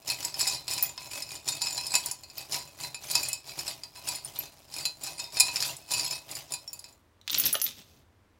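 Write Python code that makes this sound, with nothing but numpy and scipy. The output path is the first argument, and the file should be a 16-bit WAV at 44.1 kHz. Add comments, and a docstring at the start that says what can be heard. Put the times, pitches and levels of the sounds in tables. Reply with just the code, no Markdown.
"""Charms rummaged in a glass jar, then dropped.

A hand stirs small glass, stone and metal charms in a quiet room: strokes gate random touches, which
excite the jar's resonances, scrapes, small clinks and a heap rumble; single knocks ring decaying modes.
Metal charms chime as paired dying sines. A handful then drops on cards on a cloth-covered table:
damped clacks, a tumbling clatter and table thuds. Noise reflections and still air surround it all."""
import sys
import numpy as np
from scipy import signal
from scipy.fft import rfft, irfft
from scipy.io import wavfile
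from scipy.ndimage import uniform_filter1d

SR = 44100
rng = np.random.default_rng(int(sys.argv[2]) if len(sys.argv) > 2 else 0)


def bounce(signal):
    """Save signal as a 16-bit WAV file at the path given by the first command-line argument."""
    frames = np.transpose(np.atleast_2d(signal))
    limited = np.clip(frames, -1, 1)
    pcm = np.round(limited * 32767).astype(np.int16)
    wavfile.write(sys.argv[1], SR, pcm)


N = 369999

# Modes of the jar wall. Each row: frequency in Hz, bandwidth in Hz, relative level in dB.
JAR_MODES = [(783, 27, -12), (958, 14, -4.5), (1005, 14, -5), (2476, 11.1, 4), (2562, 14, 1.5),
             (3698, 8.9, 0), (4091, 12.4, 5), (4240, 25, -2), (4645, 26, 1.5), (4805, 52, -0.5),
             (4823, 19, -8), (5168, 44, 3.5), (5344, 210, -7.5), (6844, 68.5, -3.5), (6840, 40, -23.5),
             (7103, 56, 1), (7750, 61, -4), (8520, 55, -11.5), (9250, 56, -4.5), (9700, 55, -20.5),
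             (9800, 37, -8), (10290, 41, -22), (10410, 29, -21.5), (10810, 61, -8), (12480, 91, -29.5),
             (14280, 50, -24), (14500, 92, -18.5)]
# Spectrum of the dry tick of charm on charm. Each row: frequency in Hz, relative level in dB.
TICK_SPECTRUM = [(300, -24), (900, -3.5), (1500, 0), (2200, 0), (3400, 1), (5300, 3), (8500, -3.5),
                 (12000, -2), (15500, -13)]
# Spectrum of charms clacking on the cards. Each row: frequency in Hz, relative level in dB.
CLACK_SPECTRUM = [(250, -8), (600, -23), (900, -7.5), (2000, -1), (3500, 6), (6400, 3.5), (10000, -15),
                  (15000, -6)]


def stirring(resting_db=-60.5, hand_out_s=6.88, leaving_s=0.044):
    """Rattle gain of the finger strokes, and the share of it that presses on the glass."""
    # Each row: start in seconds, length in seconds, rattle level in dB, pressure on the glass in dB.
    strokes = [(0.093, .02, -29, 1), (0.196, 0.084, -35.5, -4.5), (0.39, 0.15, -30, 4.5),
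               (0.706, 0.16, -33, 3.5), (1.008, 0.061, -42, -1), (1.122, 0.085, -35.5, 0.5),
               (1.304, 0.046, -38, 1.5), (1.478, 0.088, -37, 2), (1.619, 0.29, -37, 8),
               (1.942, 0.023, -30, 6), (2.028, 0.073, -37, -3.5), (2.377, 0.036, -39.5, -2),
               (2.531, 0.024, -27, -4), (2.807, 0.052, -36, -2), (3.037, 0.096, -37.5, -18),
               (3.108, 0.19, -33, -1), (3.477, 0.047, -41, 1), (3.588, 0.017, -33, -16),
               (3.668, 0.04, -35, -4.5), (3.961, 0.029, -44.5, 2.5), (4.064, 0.096, -35.5, 0),
               (4.259, 0.023, -42, -15), (4.358, 0.09, -39.5, -3.5), (4.74, 0.12, -37.5, 4),
               (5.039, 0.06, -36, 0.5), (5.186, 0.061, -42.5, 6.5), (5.353, 0.14, -34, 4.5),
               (5.552, 0.015, -30, -1.5), (5.621, 0.074, -29.5, -5), (5.915, 0.24, -32, 2),
               (6.308, 0.09, -36.5, -14), (6.516, 0.0075, -40, -1)]
    s, length_s, rattle_db, press_db = np.transpose(strokes)
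    # a faint rustle between strokes, until the hand leaves the jar
    since_out_s = np.maximum(np.arange(N) / SR - hand_out_s, 0)
    resting = from_db(resting_db) * np.exp(-since_out_s / leaving_s)
    rattle = np.hypot(pushes(zip(s, length_s, rattle_db)), resting)
    on_glass = np.hypot(pushes(zip(s, length_s, rattle_db + press_db)), from_db(-0.5) * resting)
    return rattle, on_glass / rattle


def rummage(rattle, press, roam_db=4.0, brisk_db=-37.5, treble_hz=7940, treble_follows=0.45):
    """Charms grind, tick and clink; as they roam over the wall, its modes come and go."""
    touches = rattle * contacts(per_s=500, spread_db=6.5, even_s=0.072)
    wall = np.zeros(N)
    for hz, width_hz, db in JAR_MODES:
        mode_gain = from_db(db + roam_db * wander(per_s=12))
        wall += resonate(press * touches * rng.standard_normal(N) * mode_gain, hz, width_hz)

    # each touch is a brief scrape of its own colour
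    scrape_power = dying_noise(t60_s=0.015, size=1024) ** 2
    tick_power = np.abs(signal.fftconvolve(touches ** 2, scrape_power)[:N])
    ticks = np.sqrt(tick_power) * rng.standard_normal(N)
    loose = clinks(rattle * contacts(per_s=1700, spread_db=6.0, even_s=0.05), width_hz=88)
    dry_charms = colour(from_db(-10.5) * ticks + from_db(-10) * loose, TICK_SPECTRUM)
    bright = from_db(8.5) * wall + dry_charms

    # a gentle stir is duller: below a brisk one the treble fades faster than the rattle
    dull = lowpass(bright, treble_hz)
    treble_gain = np.minimum(rattle / from_db(brisk_db), 1) ** treble_follows
    return dull + treble_gain * (bright - dull)


def heap(rattle):
    """The heap shifts against the jar's bottom: dense touches through a low spectrum."""
    # Each row: frequency in Hz, relative level in dB.
    heap_spectrum = [(20, -24.5), (45, -2.5), (100, -1.5), (150, 6), (230, -9.5), (340, 2), (480, -7.5),
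                     (580, 2), (1050, -3), (1500, -14.5), (2500, -11)]
    shove = from_db(-28.5) * rattle ** 0.53   # even a gentle stir moves the whole heap
    return colour(shove * contacts(per_s=350, spread_db=3.5, even_s=0.36), heap_spectrum)


def knocks(pivot_hz=6000, favour_db=8.0, favour_hz=60, scatter_db=2.5, grip_hz=2.5, size=14000):
    """Knocks ring the jar; the spot hit favours one mode, a hard charm the upper ones."""
    # Each row: time in seconds, relative level in dB, favoured jar mode in Hz, hardness in dB per octave.
    knock_table = [(0.077, -20.5, 4240, 11), (0.1, -14, 4240, 6.5), (0.249, -14.5, 7750, 5),
                   (0.342, -21, 5168, 0), (0.394, -19, 7750, 16), (0.414, -13.5, 7750, 10),
                   (0.474, -12, 4805, 5.5), (0.68, -18, 5168, 1.5), (0.711, -17.5, 5168, 10),
                   (0.735, -18.5, 5168, 11), (0.978, -23.5, 5168, -9), (1.222, -20, 5168, 2.5),
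                   (1.478, -18.5, 7103, -2), (1.487, -12, 3698, 4), (1.618, -15, 3698, 3.5),
                   (1.669, -16.5, 5168, -3), (1.778, -15.5, 4091, -0.5), (1.867, -18.5, 5168, 6),
                   (1.94, -12.5, 1005, -2), (1.953, -6.5, 7103, 3.5), (2.06, -17, 7103, 17),
                   (2.113, -17.5, 7103, 10), (2.235, -31.5, 4240, 0.5), (2.30, -34, 5168, -1),
                   (2.381, -25, 4645, -0.5), (2.522, -18, 4091, 0), (2.836, -20.5, 4091, 1),
                   (2.945, -22, 4645, -1.5), (3.113, -16, 4091, 16), (3.153, -6.5, 4645, 1),
                   (3.232, -17, 2476, 7), (3.286, -17.5, 9250, 9), (3.33, -14.5, 4645, 5.5),
                   (3.59, -18.5, 10800, 2.5), (3.679, -17.5, 7750, -2.5), (3.835, -24, 4805, -1),
                   (4.087, -15, 4091, 4), (4.157, -24, 9250, 13), (4.247, -32, 9250, 21),
                   (4.784, -23, 5168, 4), (4.854, -11.5, 4091, 1.5), (5.036, -21.5, 4091, 7),
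                   (5.076, -23.5, 4091, -3.5), (5.196, -22.5, 2562, -1), (5.37, -16.5, 9250, -6),
                   (5.399, -4.5, 9250, 7), (5.404, -1.5, 2476, 6), (5.483, -18.5, 4091, -12),
                   (5.559, -14.5, 5168, -0.5), (5.604, -15.5, 5168, 3), (5.625, -13.5, 2476, 1),
                   (5.659, -26, 2476, 19), (5.679, -30, 3698, 2), (5.767, -29.5, 7750, 14),
                   (5.916, -16.5, 2476, 9), (5.937, -13, 1005, 4), (5.995, -15, 7103, -1),
                   (6.109, -17.5, 5168, 4), (6.313, -25, 4805, 11), (6.352, -23.5, 4805, 7),
                   (6.521, -19, 1005, 8), (6.538, -17.5, 2476, 5.5), (6.677, -36, 7103, 16),
                   (6.731, -25.5, 7750, 8), (6.792, -29, 4805, 7), (6.842, -31, 5168, 1.5),
                   (6.888, -43.5, 5168, 3), (6.926, -45, 7103, 4.5)]
    out = np.zeros(N)
    hz, width_hz, db = np.transpose(JAR_MODES)
    ring_s = np.log(1000) / (np.pi * (width_hz + grip_hz))
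    modes = np.array([note(f, t60_s, size=size) for f, t60_s in zip(hz, ring_s)])
    for s, level_db, spot_hz, tilt in knock_table:
        def hardness_db(f):
            return tilt * np.log2(np.maximum(f, pivot_hz / 2) / pivot_hz)

        favoured_db = favour_db * np.exp(-((hz - spot_hz) / favour_hz) ** 2)
        scattered_db = rng.normal(0, scatter_db, len(hz))
        shares = from_db(db + favoured_db + hardness_db(hz) + scattered_db) * width_hz
        wall = (shares * rng.choice([-1, 1], len(hz))) @ modes
        # the charm rebounds
        wall = signal.fftconvolve(wall, chatter(t60_s=0.017, after_db=-1.5, size=2048))[:size]
        tick_spectrum = [(f, d + hardness_db(f)) for f, d in TICK_SPECTRUM]
        tick = colour(chatter(t60_s=0.065, after_db=13.5, size=size), tick_spectrum)
        knock = rms_one(wall) + from_db(-11.5) * rms_one(tick)
        add(out, s, from_db(level_db - 27.0) * rms_one(knock))
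    return out


def chimes(lower_pitch=0.759, lower_ring=1.14):
    """Struck metal charms ring on at a high pitch and a lower, longer partial."""
    # Each row: time in seconds, level in dB, pitch in Hz, 60 dB decay in seconds, lower partial in dB.
    chime_table = [(0.8262, -14, 14280, 0.08, -8), (2.380, -28, 14500, .038, -14),
                   (4.248, -25.5, 9300, 0.04, -20), (4.3892, -19, 12200, 0.036, -22),
                   (6.046, -26.5, 11100, 0.055, -22.5), (6.6774, -31, 5460, 0.07, -27.5),
                   (6.731, -35, 15300, .06, -20), (7.314, -27, 14240, .07, -14),
                   (7.383, -19, 12480, .04, -24), (7.3834, -18, 14200, .06, -14),
                   (7.3981, -15.5, 14280, 0.081, -7), (7.4557, -17, 12480, 0.038, -21.5),
                   (7.455, -18, 11400, .04, -25), (7.467, -16.5, 14000, .044, -9),
                   (7.5283, -20.5, 14210, 0.08, 1.5), (7.5283, -26, 15300, .2, -20),
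                   (7.617, -22, 12400, 0.06, -28), (7.6166, -27.5, 14220, 0.13, 2),
                   (7.641, -16.5, 14050, 0.058, -19)]
    out = np.zeros(N)
    for s, db, hz, t60_s, lower_db in chime_table:
        lower = from_db(lower_db) * note(hz * lower_pitch, t60_s * lower_ring)
        add(out, s, from_db(db) * (note(hz, t60_s) + lower))
    return out


def landings(body_q=12.0, damping_hz=260, body_db=4.5, flurry_s=0.018, size=4096):
    """Each landing clacks at its own pitch, mostly a charm's, though the low one at 590 Hz is the table top
    ringing, and is damped at once by the cards on the cloth."""
    # Each row: time in seconds, relative level in dB, pitch of the clack in Hz.
    landing_table = [(7.214, -38.5, 4050), (7.278, -15, 3470), (7.281, -28.5, 3450), (7.2978, -14.5, 3800),
                     (7.304, -13, 3720), (7.331, -14, 3600), (7.3446, -10.5, 6040), (7.3488, -9, 4100),
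                     (7.377, -14, 3600), (7.399, -14.5, 6900), (7.438, -14.5, 4540), (7.463, -9.5, 5400),
                     (7.488, -23, 5000), (7.529, -19, 6500), (7.544, -16.5, 1380), (7.553, -10.5, 2970),
                     (7.554, -16, 590), (7.555, -18.5, 1290), (7.6, -21.5, 6000), (7.616, -12.5, 5840),
                     (7.642, -20, 6000), (7.665, -15.5, 3740)]
    out = np.zeros(N)
    for s, level_db, hz in landing_table:
        touch = chatter(t60_s=flurry_s, after_db=-0.5, size=size)
        body = resonate(touch, hz, hz / body_q + damping_hz)
        clack = rms_one(colour(touch, CLACK_SPECTRUM)) + from_db(body_db) * rms_one(body)
        add(out, s, from_db(level_db - 27.5) * rms_one(clack))
    return out


def spill():
    """The handful tumbles, slides apart and settles, and the table top thuds under it."""
    # Each row: start in seconds, length in seconds, clatter level in dB, table thud level in dB.
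    tumbles = [(7.319, .02, -42, -56), (7.35, 0.1, -36.5, -47), (7.453, 0.032, -33, -45.5),
               (7.664, 0.023, -41, -54.5), (7.777, 0.024, -52, -57), (7.88, 0.12, -65.5, -64)]
    # Spectrum of the table top. Each row: frequency in Hz, relative level in dB.
    table_spectrum = [(60, -21), (130, -5), (180, 0.5), (270, -7), (600, -12), (1500, -32)]
    s, length_s, clatter_db, thud_db = np.transpose(tumbles)
    clatter = pushes(zip(s, length_s, clatter_db))
    taps = clatter * contacts(per_s=2100, spread_db=7.5, even_s=0.037)
    loose = clinks(clatter * contacts(per_s=7000, spread_db=8.0, even_s=0.046))
    thuds = pushes(zip(s, length_s, thud_db)) * contacts(per_s=400, spread_db=1.5, even_s=0.015)
    on_cards = colour(from_db(-2.0) * taps + from_db(-14) * loose, CLACK_SPECTRUM)
    return on_cards + from_db(-5.5) * loose + colour(thuds, table_spectrum)


def room(x, t60_s=0.2, wall_hz=7000, size=20000):
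    """Dense, slightly dull reflections of a furnished room, a few milliseconds late."""
    tail = np.pad(dying_noise(t60_s, size), (SR // 250, 0))
    return signal.fftconvolve(x, lowpass(tail, wall_hz))[:N]


def still_air(level_db=-64):
    """Steady coloured noise of the quiet room."""
    # Each row: frequency in Hz, relative level in dB.
    air_spectrum = [(15, -50), (25, -15), (38, -15.5), (92, -3), (145, -24), (223, -15), (887, -25),
                    (962, -22), (6740, -40.5), (16000, -47)]
    return from_db(level_db) * colour(rng.standard_normal(N), air_spectrum, size=8192)


def pushes(rows, rise_db_per_s=475, sag_db_per_s=23.5, fall_db_per_s=288.5,
           settle_db=-9, settle_db_per_s=116.5):
    """Gain of pushes (s, length s, dB): fast rise, sag, fall, then slower settling of the heap."""
    t = np.arange(N) / SR
    coarse_t = t[::32]
    power = 1e-14
    for s, length_s, db in rows:
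        before = np.maximum(s - coarse_t, 0)
        during = np.clip(coarse_t - s, 0, length_s)
        after = np.maximum(coarse_t - s - length_s, 0)
        release_db = np.maximum(-fall_db_per_s * after, settle_db - settle_db_per_s * after)
        shape_db = db - rise_db_per_s * before - sag_db_per_s * during + release_db
        power = power + from_db(np.maximum(shape_db, -200)) ** 2
    return np.interp(t, coarse_t, np.sqrt(power))


def contacts(per_s, spread_db, even_s):
    """Random touches of very unequal force, whose power stays even over longer stretches."""
    force = from_db(spread_db * np.minimum(rng.exponential(1, N), 3))
    clicks = force * rng.choice([-1, 1], N) * (rng.random(N) < per_s / SR)
    mean_power = uniform_filter1d(clicks ** 2, int(even_s * SR))
    return clicks / np.sqrt(np.maximum(mean_power, 1e-6))


def clinks(touches, width_hz=130, count=60):
    """Each touch falls on one of many small charms, each with a short ring of its own pitch."""
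    pitches_hz = np.linspace(2000, 15700, count) + rng.uniform(-100, 100, count)
    dealt = rng.integers(0, count, N)
    rings = sum(resonate(touches * (dealt == k), hz, width_hz) for k, hz in enumerate(pitches_hz))
    return rings * np.sqrt(SR / (np.pi * width_hz))


def chatter(t60_s, after_db, size):
    """One sharp touch, then a dying flurry as the neighbours are jostled."""
    return signal.unit_impulse(size) + from_db(after_db) * dying_noise(t60_s, size)


def dying_noise(t60_s, size):
    """A dense decay of unit energy."""
    tail = rng.standard_normal(size) * from_db(-60 * np.arange(size) / SR / t60_s)
    return tail / np.linalg.norm(tail)


def note(hz, t60_s, size=16384):
    """One dying sine."""
    t = np.arange(size) / SR
    return np.sin(2 * np.pi * hz * t) * from_db(-60 * t / t60_s)


def wander(per_s):
    """Slow random motion through normally distributed knots."""
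    knots = rng.standard_normal(4096)
    return np.interp(np.arange(N) / SR * per_s, np.arange(len(knots)), knots)


def resonate(x, hz, width_hz):
    """Two-pole resonance with gain 1 on top."""
    r = np.exp(-np.pi * width_hz / SR)
    zeros = np.array([1, 0, -1]) * (1 - r * r) / 2
    poles = [1, -2 * r * np.cos(2 * np.pi * hz / SR), r * r]
    return signal.lfilter(zeros, poles, x + 1e-18)


def colour(x, spectrum, size=2048):
    """Causal (minimum-phase) filter of unit power with the given spectrum."""
    hz, db = np.transpose(spectrum)
    grid_hz = np.maximum(np.arange(size // 2 + 1) * SR / size, 1)
    grid_db = np.interp(np.log(grid_hz), np.log(hz), db)
    cepstrum = irfft(np.log(from_db(grid_db)))
    # fold onto positive time for minimum phase
    cepstrum[1:size // 2] *= 2
    cepstrum[size // 2 + 1:] = 0
    response = irfft(np.exp(rfft(cepstrum)))
    return signal.fftconvolve(x, response / np.linalg.norm(response))[:len(x)]


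def lowpass(x, hz):
    """First-order treble loss."""
    return signal.sosfilt(signal.butter(1, hz, fs=SR, output="sos"), x)


def from_db(db):
    """Decibels to gain."""
    return 10 ** (np.asarray(db) / 20)


def rms_one(x):
    """Scale to rms 1."""
    return x / np.sqrt(np.mean(x ** 2) + 1e-20)


def add(track, s, sound):
    """Mix a sound in at time s."""
    at = round(s * SR)
    track[at:at + len(sound)] += sound[:N - at]


def scene():
    """Jar, drop, room and still air, in one channel."""
    rattle, press = stirring()
    jar = rummage(rattle, press) + heap(rattle) + knocks()
    charms = jar + chimes() + landings() + spill()
    return (charms + from_db(-6) * room(charms) + still_air())[None]


def record(dry, cutoff_hz=15900):
    """The top is cut steeply by an elliptic lowpass."""
    steep = signal.ellip(10, 0.2, 80, cutoff_hz, fs=SR, output="sos")
    return signal.sosfilt(steep, dry)


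dry = scene()
out = record(dry)
bounce(out)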